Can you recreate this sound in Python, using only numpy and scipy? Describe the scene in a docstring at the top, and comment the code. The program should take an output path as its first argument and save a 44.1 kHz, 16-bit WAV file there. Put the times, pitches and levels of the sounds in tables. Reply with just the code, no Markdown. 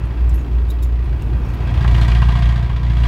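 """A four-cylinder diesel, heard from a passenger seat in an open-sided bus on a concrete road.
Sines at the firing rate and its multiples make the exhaust; bursts of noise at each firing ring the block.
Halfway the driver opens the throttle: the exhaust hardens, the knock grows and the engine cover clanks.
Coloured noise makes the road's rumble and hiss; grainy bursts and rough chirps make the loose metal
fittings rattle and squeak. One channel, with rounded peaks and no extreme treble."""
import sys
import numpy as np
from scipy import signal
from scipy.fft import rfft, irfft, next_fast_len
from scipy.io import wavfile
from scipy.ndimage import uniform_filter1d

SR = 44100
rng = np.random.default_rng(int(sys.argv[2]) if len(sys.argv) > 2 else 0)


def master_out(mix):
    """Clip the mix to full scale and print it as 16-bit PCM to the path in sys.argv[1]."""
    frames = np.transpose(np.atleast_2d(mix))
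    ceiling = np.clip(frames, -1, 1)
    pcm = np.round(ceiling * 32767).astype(np.int16)
    wavfile.write(sys.argv[1], SR, pcm)


N = 135387  # samples

# Boom of the cabin at the firing rate: t/s, level/dB
BOOM_LEVEL = [(0, -23.5), (.07, -20.5), (.19, -20.5), (.24, -10.5), (.45, -19.5), (.63, -11.5),
              (.73, -16.5), (1.13, -15), (1.3, -23), (1.36, -11.5), (1.44, -20), (1.7, -22), (1.82, -14.5),
              (1.92, -11), (2.15, -12.5), (2.45, -13), (2.78, -20), (3.03, -13)]
# Throttle: t/s, exhaust overtone level/dB, knock level/dB
THROTTLE_LEVELS = [(0, -29.5, -45), (.6, -36, -46.5), (1.1, -31.5, -45), (1.45, -28.5, -46),
                   (1.68, -23.5, -38), (1.85, -17, -32), (2.02, -17.5, -27.5), (2.25, -16.5, -31),
                   (2.5, -18.5, -31), (2.65, -22, -36), (2.8, -23, -38), (2.95, -21.5, -34.5),
                   (3.07, -19.5, -31)]
# Exhaust overtones: multiple of the firing rate, relative level/dB
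EXHAUST_OVERTONES = [(1.25, -28), (1.75, -17.5), (2, -1.5), (2.25, -16.5), (2.5, -12.5), (3, -13),
                     (3.5, -24.5), (4, -24.5)]
# Strength of each cylinder's knock in firing order: relative level/dB
CYLINDER_LEVEL_DB = [4.5, 1.3, 1.8, -3]
# Ringing of the engine block and its cover: f/Hz, width/Hz, relative level/dB
BLOCK_MODES = [(699.7, 24.5, 6.5), (996, 80, 2), (1188, 45, -0.5), (1601, 31, 3.5), (1914, 85, 0.5),
               (2767, 65, -7.5), (3248, 20, -2)]
# Broad crack of the knock: f/Hz, relative level per Hz/dB
CRACK_COLOUR = [(100, -22), (300, -11), (430, -5), (520, -9), (1000, -1), (1370, -5), (2000, -2),
                (2450, -6), (3400, -5), (4400, -12), (5500, -19), (9000, -32), (11000, -47)]
# Sizzle that joins the knock under load: f/Hz, relative level per Hz/dB
SIZZLE_COLOUR = [(1000, -25), (3000, 2), (9500, -8), (10500, -14), (16000, -18)]
# Whine of the engine's gears: f/Hz, level relative to the knock/dB
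GEAR_WHINE = [(676, -22), (985, -15.5), (1118, -19), (2292, -19), (2466, -24)]
# Road rumble: f/Hz, relative level per Hz/dB; then t/s, level/dB
RUMBLE_COLOUR = [(15, -10.5), (30, -25.5), (42, -1.5), (52, 7.5), (80, 3), (100, -2), (150, -6), (200, -23),
                 (330, -35.5), (700, -78.5)]
RUMBLE_COURSE = [(0, -23), (.9, -25), (1.35, -20.5), (1.6, -22), (1.85, -16.5), (2.15, -21.5), (2.6, -22.5),
                 (3.07, -21.5)]
# Drone of the body panels: f/Hz, relative level per Hz/dB; then t/s, level/dB
DRONE_COLOUR = [(100, -10.5), (180, 1.5), (340, 1.5), (450, -5.5), (520, -9.5), (2000, -44.5)]
DRONE_COURSE = [(0, -37.5), (.35, -34.5), (.95, -37.5), (1.32, -33.5), (1.5, -35), (2, -32.5), (2.3, -38),
                (2.8, -39.5), (3.07, -35)]
# Rush of tyres and air: f/Hz, relative level per Hz/dB; then t/s, level/dB
RUSH_COLOUR = [(100, -2.5), (350, -16), (560, -0.5), (950, 1), (1500, -4.5), (2100, -12), (2600, -5.5),
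               (3200, -21), (5000, -23.5), (7500, -36), (16000, -71)]
RUSH_COURSE = [(0, -41.5), (.95, -45.5), (1.7, -37.5), (2.7, -43)]
# Rattles of loose fittings, before the cabin: start t/s, decay/s, level/dB, ring f/Hz
RATTLE_EVENTS = [(.049, 0.0071, -47.5, 9000), (0.293, 0.0039, -34, 7400), (0.338, 0.019, -43, 11500),
                 (.378, 0.026, -50, 6700), (1.038, 0.0082, -48, 9000), (1.219, 0.0062, -40.5, 2800),
                 (1.444, 0.03, -51, 5500), (1.484, 0.03, -51.5, 6300), (1.535, 0.012, -47, 12600)]
# Colour of the fittings: f/Hz, relative level per Hz/dB
FITTING_COLOUR = [(1500, -22), (2800, -2), (6800, 1), (10000, -5), (11500, -2), (16000, -12)]
# Squeaks of a dry metal joint, before the cabin:
# start t/s, length/s, f/Hz, level/dB, glide per length as a share of f
SQUEAK_EVENTS = [(0.681, 0.02, 3750, -51, 0), (0.699, .013, 3720, -38.5, 0.04),
                 (0.822, .011, 3800, -40.5, -0.007), (0.827, 0.018, 3620, -40, -0.03)]
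# Harmonics of a squeak from the first up: relative level/dB
SQUEAK_HARMONIC_DB = [2, -3, 2.5, -2]
# Blows on the engine cover: t/s, dull clank level/dB, bright chatter level/dB
COVER_BLOWS = [(1.844, -16.5, -42), (1.877, -32, -34), (1.944, -28, -29), (1.981, -24, -38),
               (2.012, -27, -30), (2.116, -36, -28), (2.15, -36, -30), (2.218, -18.5, -28),
               (2.287, -22, -32), (2.353, -25, -32), (2.422, -26, -28), (2.695, -28, -37),
               (2.763, -38, -37), (2.967, -37, -36), (3.033, -30, -32)]
# Colour of the dull clank: f/Hz, relative level per Hz/dB
CLANK_COLOUR = [(300, -18), (700, -8), (1050, 8), (1350, -8.5), (1600, -1.5), (2100, -15), (3200, -28),
                (5000, -56)]
# Ringing of the cover's edge: f/Hz, width of each of two passes/Hz, relative level/dB
COVER_MODES = [(2450, 200, 3), (2864, 230, 6.5), (3170, 96, 5.5), (3640, 130, -8), (4250, 140, -10),
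               (4630, 380, -6)]

FIRING_HZ, FIRST_FIRING_S = 58.7, .0345
SPEED_WANDER = .001  # share of the speed
EXHAUST_LAG_S, BOOM_LAG_S = .009, .0013  # through the pipe; further lag of the cabin's boom
EXHAUST_WAVER_DB = -0.02
KNOCK_ATTACK_S, KNOCK_DECAY_S = 0.002, 0.012
CLATTER_SHARE = 0.06  # constant clatter added to the blows
KNOCK_SCATTER_DB, MODE_SCATTER_DB = 1.1, 2.3  # from firing to firing
RING_DB, CRACK_DB, SIZZLE_DB = -4, -5.5, -19  # relative to the knock
WHINE_WAVER = 0.1  # turns of phase
ENGINE_GRAIN_DB, FITTING_GRAIN_DB = 2.5, 4.5
SQUEAK_ROUGH = .035  # share of the pitch
SCRAPE_DB = -4  # relative to the squeak's harmonics
CLANK_DECAY_S, CHATTER_DECAY_S = .01, .01
CABIN_T60_S, CABIN_DB = .13, -7
CEILING = .78  # of full scale
TOP_HZ = 15800


def undb(db):
    """Decibels to gain."""
    return 10 ** (np.asarray(db) / 20)


def unit(x):
    """Scale to rms 1."""
    return x / np.sqrt(np.mean(x ** 2))


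def noise():
    """White noise."""
    return rng.standard_normal(N)


def curve(table, t):
    """Gain along rows of t/s, level/dB."""
    return undb(np.interp(t, *np.array(table).T))


def walk(rate):
    """Smooth random drift: levels held 1 / rate s and slewed twice; spread near 1."""
    hold = int(SR / rate)
    steps = np.repeat(noise()[:N // hold + 1], hold)
    slewed = uniform_filter1d(uniform_filter1d(steps, hold), hold)
    return 1.3 * slewed[:N]


def colour(x, points):
    """Causal minimum-phase filter through points of f/Hz, level/dB; rms 1."""
    size = next_fast_len(N + SR // 2, True) // 2 * 2
    hz, db = np.array(points, float).T
    bins = np.fft.rfftfreq(size, 1 / SR) + 1
    log_gain = np.log(undb(np.interp(np.log(bins), np.log(hz), db)))
    # folding the cepstrum onto positive time makes the filter causal
    cepstrum = irfft(log_gain)
    cepstrum[1:size // 2] *= 2
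    cepstrum[size // 2 + 1:] = 0
    response = np.exp(rfft(cepstrum))
    return unit(irfft(rfft(x, size) * response)[:N])


def resonate(x, hz, width):
    """One resonance, gain 1 at its centre."""
    return signal.lfilter(*signal.iirpeak(hz, hz / width, fs=SR), x)


def tone(turns):
    """Sine of rms 1."""
    return np.sqrt(2) * np.sin(2 * np.pi * turns)


def burst(t, start, decay):
    """Envelope of a blow: a quick rise and a fall."""
    age = np.maximum(t - start, 0)
    return (1 - np.exp(-age / 0.0028)) * np.exp(-age / decay)


def chatter(grain_db):
    """Grainy contact of metal bouncing on metal; rms 1."""
    return unit(noise() * undb(grain_db * walk(900)))


def cabin(x):
    """Seats, floor and roof add a dense, short ring."""
    t = np.arange(int(SR * CABIN_T60_S)) / SR
    tail = noise()[:len(t)] * np.exp(-np.log(1000) * t / CABIN_T60_S)
    wet = signal.fftconvolve(x, tail / np.linalg.norm(tail))[:N]
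    return (x + undb(CABIN_DB) * wet) / np.hypot(1, undb(CABIN_DB))


def exhaust(t, firings):
    """Pulses arrive late through the pipe: a boom at the firing rate, and overtones set by the throttle."""
    turns = firings - EXHAUST_LAG_S * FIRING_HZ
    boom = curve(BOOM_LEVEL, t) * tone(turns - BOOM_LAG_S * FIRING_HZ)
    overtones = np.zeros(N)
    for multiple, db in EXHAUST_OVERTONES:
        level = undb(db + EXHAUST_WAVER_DB * walk(12))
        overtones += level * tone(multiple * turns + .013 * walk(9))
    return boom + curve(np.array(THROTTLE_LEVELS)[:, [0, 1]], t) * overtones


def gear_whine(firings):
    """Gears turn with the engine, so their tones follow its speed; level and phase waver."""
    whine = np.zeros(N)
    for hz, db in GEAR_WHINE:
        turns = hz * firings / FIRING_HZ + WHINE_WAVER * walk(29.92)
        whine += undb(db + 2 * walk(24.42)) * tone(turns)
    return whine


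def knock(t, firings):
    """Each combustion cracks and rings the block with its own colour, some cylinders harder than others."""
    which = np.floor(firings).astype(int)
    cylinder_db = np.array(CYLINDER_LEVEL_DB)[which % len(CYLINDER_LEVEL_DB)]
    strength = undb(cylinder_db + KNOCK_SCATTER_DB * noise()[which])
    age = firings % 1 / FIRING_HZ
    envelope = (1 - np.exp(-age / KNOCK_ATTACK_S)) * np.exp(-age / KNOCK_DECAY_S)
    blow = strength * envelope + CLATTER_SHARE

    ring = np.zeros(N)
    for hz, width, db in BLOCK_MODES:
        scatter = undb(MODE_SCATTER_DB * noise()[which])  # one draw per firing
        ring += undb(db) * resonate(blow * scatter * noise(), hz, width)
    crack = undb(CRACK_DB) * cabin(colour(blow * noise(), CRACK_COLOUR))
    load = curve(np.array(THROTTLE_LEVELS)[:, [0, 2]], t)
    grains = np.sqrt(blow) * chatter(ENGINE_GRAIN_DB)
    # the sizzle follows the load twice: here and with the whole knock
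    sizzle = undb(SIZZLE_DB) * load / load.max() * colour(grains, SIZZLE_COLOUR)
    return load * (undb(RING_DB) * unit(ring) + crack + sizzle + gear_whine(firings))


def road(t):
    """The body rumbles and its panels drone over the concrete; tyres and air rush in at the open sides."""
    rumble = curve(RUMBLE_COURSE, t) * colour(noise(), RUMBLE_COLOUR)
    drone = curve(DRONE_COURSE, t) * colour(noise(), DRONE_COLOUR)
    rush = curve(RUSH_COURSE, t) * colour(noise(), RUSH_COLOUR)
    return rumble + drone + rush


def rattles(t):
    """Loose fittings buzz briefly in grainy bursts, each with a ring of its own."""
    out = np.zeros(N)
    for start, decay, db, hz in RATTLE_EVENTS:
        contact = chatter(FITTING_GRAIN_DB)
        ring = unit(resonate(contact, hz, hz / 10))
        sound = unit(colour(contact, FITTING_COLOUR) + ring)
        out += undb(db) * burst(t, start, decay) * sound
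    return out


def squeaks(t):
    """A joint slips in short, rough chirps, most of them gliding, with a scrape in them."""
    out = np.zeros(N)
    for start, length, hz, db, glide in SQUEAK_EVENTS:
        age = np.clip((t - start) / length, 0, 4)  # in lengths
        swell = np.minimum(age / 0.53, 1) * np.exp(-age ** 2)
        pitch = hz * (1 + glide * age + SQUEAK_ROUGH * walk(2500))
        turns = np.cumsum(pitch) / SR
        harmonics = np.zeros(N)
        for multiple, harmonic_db in enumerate(SQUEAK_HARMONIC_DB, 1):
            harmonics += undb(harmonic_db + 3.8 * walk(209)) * tone(multiple * turns)
        scrape = undb(SCRAPE_DB) * colour(noise(), FITTING_COLOUR)
        out += undb(db) * swell * (unit(harmonics) + scrape)
    return out


def clanks(t):
    """The shaking engine strikes its cover, mostly once a cycle: a dull clank and a bright edge chatter."""
    dull = sum(undb(db) * burst(t, start, CLANK_DECAY_S) for start, db, _ in COVER_BLOWS)
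    bright = sum(undb(db) * burst(t, start, CHATTER_DECAY_S) for start, _, db in COVER_BLOWS)
    contact = chatter(ENGINE_GRAIN_DB)
    edge = np.zeros(N)
    for hz, width, db in COVER_MODES:
        edge += undb(db) * resonate(resonate(contact, hz, width), hz, width)
    return dull * colour(noise(), CLANK_COLOUR) + bright * unit(edge)


def scene():
    """Engine, road and fittings, heard from a passenger seat."""
    t = np.arange(N) / SR
    speed = 1 + SPEED_WANDER * walk(8)
    firings = FIRING_HZ * (np.cumsum(speed) / SR - FIRST_FIRING_S)  # running count
    engine = exhaust(t, firings) + knock(t, firings)
    fittings = cabin(rattles(t) + squeaks(t))
    return (engine + road(t) + fittings + clanks(t))[None]


def record(dry):
    """The recorder rounds the highest peaks and cuts the top."""
    soft = dry / (1 + (dry / CEILING) ** 8) ** (1 / 8)
    low_pass = signal.ellip(10, .1, 80, TOP_HZ, fs=SR, output="sos")
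    return signal.sosfilt(low_pass, soft)


dry = scene()
out = record(dry)
master_out(out)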